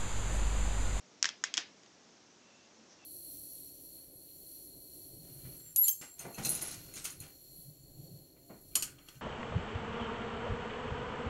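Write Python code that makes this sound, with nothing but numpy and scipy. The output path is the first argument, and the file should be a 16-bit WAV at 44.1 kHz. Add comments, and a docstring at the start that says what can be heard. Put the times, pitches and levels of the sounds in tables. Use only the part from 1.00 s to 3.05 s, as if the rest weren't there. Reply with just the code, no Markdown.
"""Opening a screw-cap bottle

A hand twists the metal cap of a glass bottle: the seal's bridges snap one by one, in three bursts.
Each snap rings the hand-damped cap for milliseconds and the glass longer; a small room answers.
Then the loose cap ticks and rubs faintly on its thread, over quiet room noise and microphone hiss."""
import sys
import numpy as np
from scipy import signal
from scipy.fft import rfft, irfft, next_fast_len
from scipy.io import wavfile
from scipy.ndimage import map_coordinates

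SR = 44100
rng = np.random.default_rng(int(sys.argv[2]) if len(sys.argv) > 2 else 0)


def master_out(mix):
    """Clip the mix to full scale and print it as 16-bit PCM to the path in sys.argv[1]."""
    frames = np.transpose(np.atleast_2d(mix))
    ceiling = np.clip(frames, -1, 1)
    pcm = np.round(ceiling * 32767).astype(np.int16)
    wavfile.write(sys.argv[1], SR, pcm)


N = 90404


def amp(db):
    """Decibels to gain."""
    return 10 ** (np.asarray(db) / 20)


def unit(x):
    """Scale to rms 1."""
    return x / np.sqrt(np.mean(x ** 2) + 1e-20)


def along(points, hz):
    """Interpolate (Hz, value) points on a log axis."""
    f, v = np.transpose(points)
    return np.interp(np.log(hz + 1), np.log(f + 1), v)


def filtered(x, response):
    """Zero-phase filter with gain response(hz)."""
    m = next_fast_len(N + SR // 2)
    return irfft(rfft(x, m) * response(np.fft.rfftfreq(m, 1 / SR)), m)[:N]


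def noise(colour):
    """Noise of rms 1, shaped by (Hz, dB) points."""
    return unit(filtered(rng.standard_normal(N), lambda hz: amp(along(colour, hz))))


def wobble(knots_per_s):
    """Smooth random curve."""
    knots = rng.standard_normal(int(N * knots_per_s / SR) + 4)
    return map_coordinates(knots, [np.arange(N) * knots_per_s / SR])


def click(colour, size=1024):
    """Minimum-phase pulse, shaped by (Hz, dB) points."""
    cepstrum = irfft(np.log(amp(along(colour, np.fft.rfftfreq(size, 1 / SR)))))
    cepstrum[1:size // 2] *= 2
    cepstrum[size // 2 + 1:] = 0
    return irfft(np.exp(rfft(cepstrum)))


def fade(t, t60_s):
    """Exponential decay."""
    return np.exp(-np.log(1000) * t / t60_s)


def ring(t, hz, t60_s, rise_s=0.00018):
    """One mode, swelling quickly as the metal gives way."""
    return np.cos(2 * np.pi * hz * t) * fade(t, t60_s) * (1 - np.exp(-t / rise_s))


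def swell(start_s, length_s):
    """Half-sine envelope."""
    return np.sin(np.pi * np.clip((np.arange(N) / SR - start_s) / length_s, 0, 1))


def add(track, start_s, sound):
    """Mix a sound into the track."""
    part = track[round(start_s * SR):][:len(sound)]
    part += sound[:len(part)]


def room_noise():
    """Low rumble, drifting slightly in level."""
    # Each row: frequency in Hz, relative level in dB.
    colour = [(25, -28), (42, -19), (65, -3), (120, -8), (210, 1), (320, 0), (550, -5), (1000, -11),
              (2200, -17.5), (6000, -68.5)]
    # Each row: time in seconds, level in dB.
    levels = [(0, -65.5), (0.499, -65.5), (1.1, -64.5), (1.5, -66.5), (1.8, -64), (2.05, -64)]
    level_db = np.interp(np.arange(N) / SR, *np.transpose(levels))
    return amp(level_db) * noise(colour)


def microphone_hiss(hiss_db=-60, band_db=-72, centre_hz=5840, swing_hz=412):
    """Steady hiss with one narrow, wandering band."""
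    # Each row: frequency in Hz, relative level in dB.
    colour = [(200, 4), (2000, -2.5), (4000, -2.5), (5300, -0.5), (6300, -1.5), (7000, -2.5), (8000, -5.5),
              (9200, -3.5)]
    phase = 2 * np.pi * np.cumsum(centre_hz + swing_hz * wobble(55)) / SR
    band = unit(wobble(700) * np.sin(phase) + wobble(700) * np.cos(phase))
    return amp(hiss_db) * noise(colour) + amp(band_db) * band


def snap(t, tilt_db_per_oct=0, pivot_hz=3000, tear_db=-21.5, tear_t60_s=0.019):
    """One sharp release, then a short burst as the metal goes on tearing."""
    # Each row: frequency in Hz, level in dB before the tilt.
    colour = [(60, -34), (450, -22), (900, -13), (1600, 4.4), (2300, 2.4), (3200, 5.5), (4200, 3.2),
              (5500, 8), (7000, 0), (12000, -13.5)]
    force = amp(tear_db) * rng.standard_normal(len(t)) * fade(t, tear_t60_s)
    force[0] = 1
    tilted = [(hz, db + tilt_db_per_oct * np.log2(hz / pivot_hz)) for hz, db in colour]
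    return signal.fftconvolve(force, click(tilted))[:len(t)]


def cap_ring(t, drive_db):
    """Hand-damped cap modes, driven in four groups from low to top."""
    # Each row: frequency in Hz, relative level in dB, T60 in seconds, group (rounded to 0-3).
    modes = [(1673, -8, 0.013, 0), (1816, -1, 0.015, 0.5), (3255, -4.5, 0.01, 1), (3335, -4.5, 0.016, 1),
             (5450, -2, 0.0093, 2), (5940, -2, 0.007, 2), (6557, -1.5, 0.013, 3), (7220, -6.5, 0.0085, 3)]
    return sum(amp(db + drive_db[round(group)]) * ring(t, hz, t60_s) for hz, db, t60_s, group in modes)


def bottle_knock(t, level_db, rise_s=0.003):
    """Dull knock of the hand-held bottle."""
    # Each row: frequency in Hz, relative level in dB, T60 in seconds.
    modes = [(313, -2, 0.055), (500, -9, 0.027), (715, -5, .06), (940, -9.5, 0.013)]
    body = sum(amp(db + level_db) * ring(t, hz, t60_s) for hz, db, t60_s in modes)
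    return body * (1 - np.exp(-t / rise_s))


def glass_ring(t, gain_db=-52, scatter_db=1.5):
    """Faint glass modes, their balance random at each strike."""
    # Each row: frequency in Hz, relative level in dB, T60 in seconds.
    modes = [(1720, 4, 0.25), (2050, 11.5, 0.14), (2500, 2, 0.12), (3270, 9.5, 0.11), (3780, 1.5, 0.18),
             (5030, 0, 0.42), (5350, 6, .16), (5540, -15, 0.083), (6540, 4, 0.11)]
    glass = sum(amp(db + rng.normal(0, scatter_db)) * ring(t, hz, t60_s) for hz, db, t60_s in modes)
    return amp(gain_db) * glass


def room_tail(t):
    """Diffuse reverberation: noise dying away band by band."""
    # Each row: frequency in Hz, T60 in seconds.
    decay = [(300, 0.7), (900, 0.28), (2100, 0.26), (3400, 0.31), (5500, 0.2), (8000, 0.12)]
    # Each row: frequency in Hz, gain in dB.
    colour = [(60, -36), (280, -15.5), (600, -11.5), (1200, -6.5), (1700, -0.5), (2300, 1.5), (3300, -2),
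              (4200, -2), (5500, 1.5), (7000, -0.5), (9000, -4.5)]
    hz, frame_s, bands = signal.stft(rng.standard_normal(len(t)), SR, nperseg=256)
    bands = bands * fade(frame_s, along(decay, hz)[:, None])
    plain = signal.istft(bands, SR, nperseg=256)[1]
    coloured = signal.istft(bands * amp(along(colour, hz))[:, None], SR, nperseg=256)[1]
    return coloured[:len(t)] / np.linalg.norm(plain)


def in_room(x, tail_db, tail_delay_s=0.002):
    """Add near reflections to a strike, plus room tail and glass ring scaled by tail_db."""
    # Each row: delay in seconds, gain in dB.
    walls = [(.0043, -27.5), (.0083, -24), (0.0093, -21), (0.0112, -24.5)]
    out, t = x.copy(), np.arange(len(x)) / SR
    for delay_s, db in walls:
        add(out, delay_s, amp(db) * x)
    add(out, tail_delay_s, amp(tail_db) * (room_tail(t) + glass_ring(t)))
    return out


def seal_breaks():
    """Each bridge breaks at another place on the rim, so drives cap and room differently."""
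    # Each row: start in seconds, snap level in dB, tilt in dB per octave, drive of the low, middle,
    # high and top cap modes in dB, knock level in dB, tail level in dB.
    bridges = [(0.2277, -3, 4.5, -28.5, -31, -15, -23, -62, -9),
               (0.24403, -3.5, -2.3, -36, -43, -33, -35, -54, -6.5),
               (0.25555, -3.5, -2.5, -22, -51, -18, -50, -53.5, -8),
               (0.2906, -11.1, -1.1, -40.5, -30, -31, -57, -71, -19.5),
               (0.4393, -6, -1, -22.5, -42, -31.5, -16, -59, -6.5),
               (0.5404, -11.5, 6.5, -38.5, -22, -42.5, -33.5, -57.5, -10.5),
               (0.5712, -16.5, 5, -41, -24, -23, -24.3, -56, -5.5),
               (0.5783, -3.6, 0.8, -60, -24.5, -43, -30, -37.5, -6.5)]
    out, t = np.zeros(N), np.arange(SR // 3) / SR
    for start_s, snap_db, tilt_db_per_oct, *drive_db, knock_db, tail_db in bridges:
        release = amp(snap_db) * snap(t, tilt_db_per_oct)
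        crack = release + cap_ring(t, drive_db) + bottle_knock(t, knock_db)
        add(out, start_s, in_room(crack, tail_db))
    return out


def cap_ticks():
    """The loose cap ticks: tiny snaps."""
    # Each row: start in seconds, level in dB.
    ticks = [(0.8348, -36), (0.862, -35), (1.585, -43)]
    out, t = np.zeros(N), np.arange(SR // 3) / SR
    for start_s, db in ticks:
        add(out, start_s, in_room(amp(db) * snap(t), db))
    return out


def thread_rub():
    """The cap rubs on its thread: resonant noise with a slight flutter."""
    # Each row: start in seconds, length in seconds, level in dB.
    rubs = [(1.4, 0.31, -70), (1.798, 0.028, -73), (1.988, .09, -64)]
    # Each row: frequency in Hz, relative level in dB.
    colour = [(1500, -24), (2450, -8), (2700, 12), (2950, -16), (3200, -17), (3450, 5), (3750, -22),
              (8000, -39)]
    pressure = sum(amp(db) * np.sqrt(np.abs(swell(start_s, length_s))) for start_s, length_s, db in rubs)
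    return pressure * noise(colour) * amp(wobble(40.6))


def grip_bump(start_s=1.73, length_s=0.16, hz=219.9, level_db=-60.5):
    """Soft low bump as the grip shifts."""
    tone = np.sin(2 * np.pi * hz * np.arange(N) / SR)
    return amp(level_db) * swell(start_s, length_s) ** 2 * tone


def finger_slide(start_s=1.885, length_s=0.074, level_db=-61):
    """A fingertip slides over the knurling."""
    # Each row: frequency in Hz, relative level in dB.
    colour = [(3000, -15), (4700, -8), (5150, 2), (6100, 1), (6700, -12), (9000, -42)]
    return amp(level_db) * swell(start_s, length_s) * noise(colour)


def scene():
    """Mono mix of bottle, hand and background."""
    opening = seal_breaks() + cap_ticks() + finger_slide() + thread_rub() + grip_bump()
    return (opening + room_noise() + microphone_hiss())[None]


def record(dry):
    """The microphone thins the deep bass and the treble, then cuts off steeply."""
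    # Each row: frequency in Hz, gain in dB.
    roll_off = [(7000, -1), (7600, -6.5), (8000, -10), (8700, -22), (9200, -35)]
    low_cut_hz, top_hz = 119, 9050
    thin = signal.sosfilt(signal.butter(2, low_cut_hz, "highpass", fs=SR, output="sos"), dry[0])
    dull = filtered(thin, lambda hz: amp(along(roll_off, hz)))
    return filtered(dull, lambda hz: 1 / np.sqrt(1 + (hz / top_hz) ** 200))[None]


dry = scene()
out = record(dry)
master_out(out)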